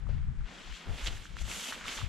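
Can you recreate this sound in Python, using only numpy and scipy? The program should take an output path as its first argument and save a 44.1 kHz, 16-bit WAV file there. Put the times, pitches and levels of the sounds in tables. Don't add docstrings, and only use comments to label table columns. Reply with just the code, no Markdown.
import sys
import numpy as np
from scipy import signal
from scipy.fft import rfft, irfft
from scipy.io import wavfile
from scipy.ndimage import uniform_filter1d

SR = 44100
rng = np.random.default_rng(int(sys.argv[2]) if len(sys.argv) > 2 else 0)


def inscribe(sig):
    pcm = np.round(np.clip(np.atleast_2d(sig).T, -1, 1) * 32767)
    wavfile.write(sys.argv[1], SR, pcm.astype(np.int16))


N = 91992


def from_db(db):
    return 10 ** (np.asarray(db) / 20)


def rms_one(x):
    return x / np.sqrt(np.mean(x ** 2) + 1e-20)


def in_time(rows):
    start_s, *columns = np.transpose(rows)
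    time_s = np.arange(N) / SR
    return [np.interp(time_s, start_s, column) for column in columns]


def at_hz(points, edge_fall):
    log_hz = np.log(np.arange(N // 2 + 1) * SR / N + 1)
    point_hz, value = np.transpose(points)
    log_point = np.log(point_hz)
    below = np.maximum(log_point[0] - log_hz, 0)
    above = np.maximum(log_hz - log_point[-1], 0)
    return np.interp(log_hz, log_point, value) - edge_fall * (below + above)


def coloured(x, colour):
    gain = from_db(at_hz(colour, edge_fall=60))
    return rms_one(irfft(rfft(x) * gain, N))


def drift(hz):
    pole = np.exp(-2 * np.pi * hz / SR)
    noise = rng.standard_normal(N + SR)
    smooth = signal.lfilter([1], [1, -2 * pole, pole * pole], noise)
    return rms_one(smooth[SR:])


def panned(db):
    return from_db([db / 2, -db / 2])


# pitch_hz, likeness (0 unrelated, 1 identical)
PORT_LIKENESS = [(60, 0.2), (110, 0.43), (200, 1), (380, 0.89), (700, 0.77), (1290, 0.59), (2380, 0.92),
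                 (4400, 0.87), (8120, 0.27), (15000, 0.43)]


def grains(per_s, spread_db, clump_db):
    born = rng.random((2, N)) < per_s / SR
    extra_db = spread_db * np.minimum(rng.exponential(1, (2, N)), 5)
    sizes = from_db(extra_db + clump_db * drift(50.0))
    signs = rng.choice([-1, 1], (2, N))
    mid, side = rfft(born * sizes * signs)
    alike = at_hz(PORT_LIKENESS, edge_fall=0)
    both = np.sqrt(1 + alike) * mid + np.sqrt(1 - alike) * side * [[1], [-1]]
    return irfft(both, N)


# start_s, level_db (of the main crinkle), deep_db and middle_db (deep and
# middle folds against the main crinkle), left_over_right_db
CRINKLE_MOVES = [(0.0, -68.5, 2, 2, 6), (0.06, -79.5, 11.5, 8, 2), (0.1, -62, 3, 2.5, 1),
                 (0.3, -78, 0.5, 6, 5.5), (0.43, -70, -2, 5, 6.5), (0.48, -57.5, 0, 1.5, 3),
                 (0.71, -54, -8.5, -3.5, 3.5), (0.75, -51, -17.5, -6.5, 4), (0.89, -58, 7.5, 3, 0.5),
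                 (0.98, -49.5, -4.5, -5.5, -1.5), (1.06, -48.5, -8, 1, 0), (1.07, -35, -12, -11.5, -3),
                 (1.1, -50, -3.5, -3.5, -1.0), (1.29, -59.5, -9.5, -5, -1.5), (1.36, -60.5, -4, -2, 0),
                 (1.39, -51, -13, -11, 0.0), (1.41, -53, -5, -5, 1), (1.43, -57, -9, -2, -0.5),
                 (1.5, -46, -5, -5, 0), (1.52, -44.5, -11, -2.5, 4), (1.53, -45.5, -6, -4, -0.5),
                 (1.65, -43.5, -14, -6.5, 0.0), (1.71, -42.5, -3.5, -7.5, 0.0), (1.72, -49.5, -10, 1, 1),
                 (1.73, -43.5, 6.5, 2, 1), (1.73, -47.5, -13, -0.5, -1.0), (1.77, -52, 1, -2.5, -0.5),
                 (1.84, -53, -7.5, 3, 0.5), (1.89, -41, -7, -5, 0), (1.95, -45.5, -8.5, -2.5, -0.5),
                 (2.0, -44, -11, -5, -1.5), (2.09, -58, -2, -0.5, -2)]
# pitch_hz, relative_level_db
CRINKLE_TONE = [(2200, -7.5), (2700, -1.5), (3300, 0.5), (3800, -3.5), (4500, -7), (5200, -8.5)]
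MIDDLE_FOLD_TONE = [(900, -1.5), (1400, 5.5), (2200, 0.5)]
DEEP_FOLD_TONE = [(200, 4.5), (400, -1), (700, 0.5), (1000, -3)]


def crinkle():
    level_db, deep_db, middle_db, pan_db = in_time(CRINKLE_MOVES)
    patter = grains(per_s=4000, spread_db=1.5, clump_db=0.8)
    deep_patter = grains(per_s=1500, spread_db=2.16, clump_db=1.07)
    folds = coloured(patter, CRINKLE_TONE)
    folds = folds + from_db(middle_db) * coloured(patter, MIDDLE_FOLD_TONE)
    folds = folds + from_db(deep_db) * coloured(deep_patter, DEEP_FOLD_TONE)
    return from_db(level_db) * panned(pan_db) * folds


# start_s, level_db (of the main hiss), top_db (top treble against it)
SLIDE_MOVES = [(0.0, -78, -8.5), (0.02, -84, -15), (0.12, -73.5, -13), (0.25, -85.5, -12), (0.44, -77, -15),
               (0.52, -62.5, -15), (0.71, -63, -10), (0.76, -57, -12.5), (0.85, -68.5, -5.5),
               (0.92, -64.5, -2.5), (1.03, -55.5, -6), (1.07, -44, -10.5), (1.1, -58.5, -6.5),
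               (1.18, -58, -5.5), (1.19, -69.5, 5), (1.25, -59, -11), (1.28, -68, -4), (1.35, -68, -11),
               (1.42, -51, -8), (1.43, -60.5, -8), (1.47, -55, -4), (1.5, -47, -3.5), (1.69, -47.5, -2),
               (1.76, -57.5, -2.5), (1.84, -59.5, -12), (1.87, -51, -6.5), (1.96, -47, -7),
               (2.07, -65, -4.5), (2.09, -64, -9)]
# pitch_hz, relative_level_db
SLIDE_TONE = [(2650, -24), (4500, -1.5), (5220, -7), (5670, 3), (7110, 3.5), (7910, 0), (8600, -22),
              (11200, -21), (18900, -120)]
TOP_TONE = [(4880, -34), (8300, -6), (8700, -5.5), (12300, -11.5), (14500, -19.5), (15400, -4)]


def slide():
    level_db, top_db = in_time(SLIDE_MOVES)
    rub = grains(per_s=9000, spread_db=1.0, clump_db=0.5)
    hiss = coloured(rub, SLIDE_TONE)
    top = from_db(top_db) * coloured(rub, TOP_TONE)
    return from_db(level_db) * (hiss + top)


def eddies(colour):
    likeness, evenness, even_over_s = 0.41, 0.52, 0.028
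    shared = rng.standard_normal(N)
    own = rng.standard_normal((2, N))
    rumble = coloured(np.sqrt(likeness) * shared + np.sqrt(1 - likeness) * own, colour)
    span = int(even_over_s * SR)
    power = uniform_filter1d(uniform_filter1d(rumble ** 2, span), span)
    power = power + 0.024
    return rms_one(rumble / power ** (evenness / 2))


# start_s, deep_db (deep rumble, before the overall trim), upper_db (upper rumble
# against the deep one), left_over_right_db
GUST_MOVES = [(0.0, -45.5, -4, 7.5), (0.03, -39, -8, 16.5), (0.14, -36.5, 2.5, 12.5), (0.21, -33, -4, 5),
              (0.24, -33, -8.5, 10.5), (0.29, -29.5, -8, 4.5), (0.32, -49.5, 14.5, 9), (0.35, -42, -3, 0),
              (0.38, -35.5, -10.5, 11), (0.41, -34, -6, 4), (0.45, -37.5, -20.5, 14), (0.5, -61, 3, 1),
              (0.53, -58, -10, -1), (0.64, -58.5, -9, 7), (0.7, -37.5, -24.5, 5), (0.74, -44, -28, 12),
              (0.78, -65, -10, 1), (0.83, -69, -8, -3), (0.89, -35, -0.5, 10), (0.95, -41, -4, 9),
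              (0.99, -49, -12, 9.0), (1.02, -40, -20, -6), (1.05, -32.5, -24, 3), (1.08, -40, 1, 5),
              (1.12, -38, -8.5, 9.5), (1.16, -38.5, -6, 0), (1.19, -37, -15, 4), (1.22, -53, 0.5, 7),
              (1.26, -55, -10, -4), (1.29, -52, -4, 13), (1.35, -37, -15, 7.0), (1.37, -55.5, -0.5, 7.5),
              (1.42, -32.5, -11.5, 13), (1.48, -46, -5, 16), (1.5, -53, 9, 6), (1.57, -47, -20, 0),
              (1.68, -77, 1, 7), (1.73, -50, -17, 13), (1.8, -59, -17, 1), (1.85, -53.5, -5, 13),
              (1.95, -58, -6, 1), (1.98, -49, -13.5, 17), (2.04, -45, 11, 11.5), (2.09, -44, -11, 19)]
# pitch_hz, relative_level_db
DEEP_RUMBLE_TONE = [(15, -4), (45, 2), (70, -12), (90, -37.5)]
UPPER_RUMBLE_TONE = [(55, -6.5), (75, 0), (120, -5), (190, -17), (260, -31)]


def gusts():
    deep_db, upper_db, pan_db = in_time(GUST_MOVES)
    trim_db = -1.0
    rumble = eddies(DEEP_RUMBLE_TONE) + from_db(upper_db) * eddies(UPPER_RUMBLE_TONE)
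    return from_db(deep_db + trim_db) * panned(pan_db) * rumble


# pitch_hz, relative_level_db
AIR_TONE = [(125, -29), (150, 2), (185, 4), (250, -5.5), (700, -16), (1500, -10.5), (2500, -18),
            (5000, -30), (9000, -32), (13000, -68)]


def air():
    shared = rng.standard_normal(N)
    own = rng.standard_normal((2, N))
    level_db = -58.5 + 1.1 * drift(2.4)
    return from_db(level_db) * coloured(0.6 * shared + own, AIR_TONE)


# start_s, level_db, pitch_hz, ring_cycles (under 2 counts as 2),
# left_over_right_db
SNAP_EVENTS = [(0.0677, -44, 1170, 7.1, 5), (.090, -40, 520, 4.7, 1), (0.408, -44.5, 1440, 6.5, 8),
               (.675, -46, 800, 5, 3), (.725, -39, 1860, 7, 3), (0.985, -32.5, 2130, 4, 3),
               (1.031, -39, 2200, 5.1, 1), (1.047, -31, 3500, 3.6, -5), (1.0615, -24, 2830, 3.5, -2),
               (1.071, -33, 2620, 2.7, -1), (1.0728, -17, 3000, 2.7, 1), (1.0758, -25.5, 3050, 6.6, -1),
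               (1.078, -45, 3160, 2.5, -2), (1.082, -30, 2960, 18, -1), (1.172, -40, 1720, 8.1, 0),
               (1.2546, -35.5, 1570, 6.6, -3.5), (1.368, -29.5, 1400, 3, -4), (1.387, -33, 2300, 4.3, 3),
               (1.480, -32.5, 1610, 2.6, 0), (1.755, -31, 2500, 3, 0), (1.414, -43.5, 720, 4, 0),
               (1.515, -24.5, 2580, 5.6, -2), (1.7241, -24, 1410, 3.4, -1), (1.7292, -32, 3000, 6.9, 2),
               (1.8105, -30, 2050, 2.9, 2), (1.813, -36, 1300, 3.4, 4), (1.841, -29, 2100, 1.8, 0),
               (1.848, -35, 2400, 3.6, -6), (1.8568, -31, 1180, 4.3, 2), (1.882, -19.5, 2340, 1.3, 2.5),
               (1.988, -31.5, 990, 3.8, -4), (2.015, -30.5, 1290, 4.6, 0)]


def snaps():
    length = 900
    crack_decay_s, crack_db = 0.0052, -17.5
    out = np.zeros((2, N + length))
    t = np.arange(length) / SR
    crack_band = signal.butter(2, [700, 6000], "band", fs=SR, output="sos")
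    for start_s, level_db, pitch_hz, ring_cycles, pan_db in SNAP_EVENTS:
        noise = rng.standard_normal(length)
        crack = signal.sosfilt(crack_band, noise) * np.exp(-t / crack_decay_s)
        age = t * pitch_hz * 9.14 / max(ring_cycles, 2)
        swell = 1.43 * age ** 2 * np.exp(-age)
        ring = swell * np.sin(2 * np.pi * pitch_hz * t)
        snap = ring + from_db(crack_db) * crack
        i = int(start_s * SR)
        out[:, i:i + length] += from_db(level_db) * panned(pan_db)[:, None] * snap
    return out[:, :N]


def scene():
    return crinkle() + slide() + gusts() + air() + snaps()


def record(dry):
    top_cut = signal.cheby2(12, 70, 15900, fs=SR, output="sos")
    return signal.sosfilt(top_cut, dry)


dry = scene()
out = record(dry)
inscribe(out)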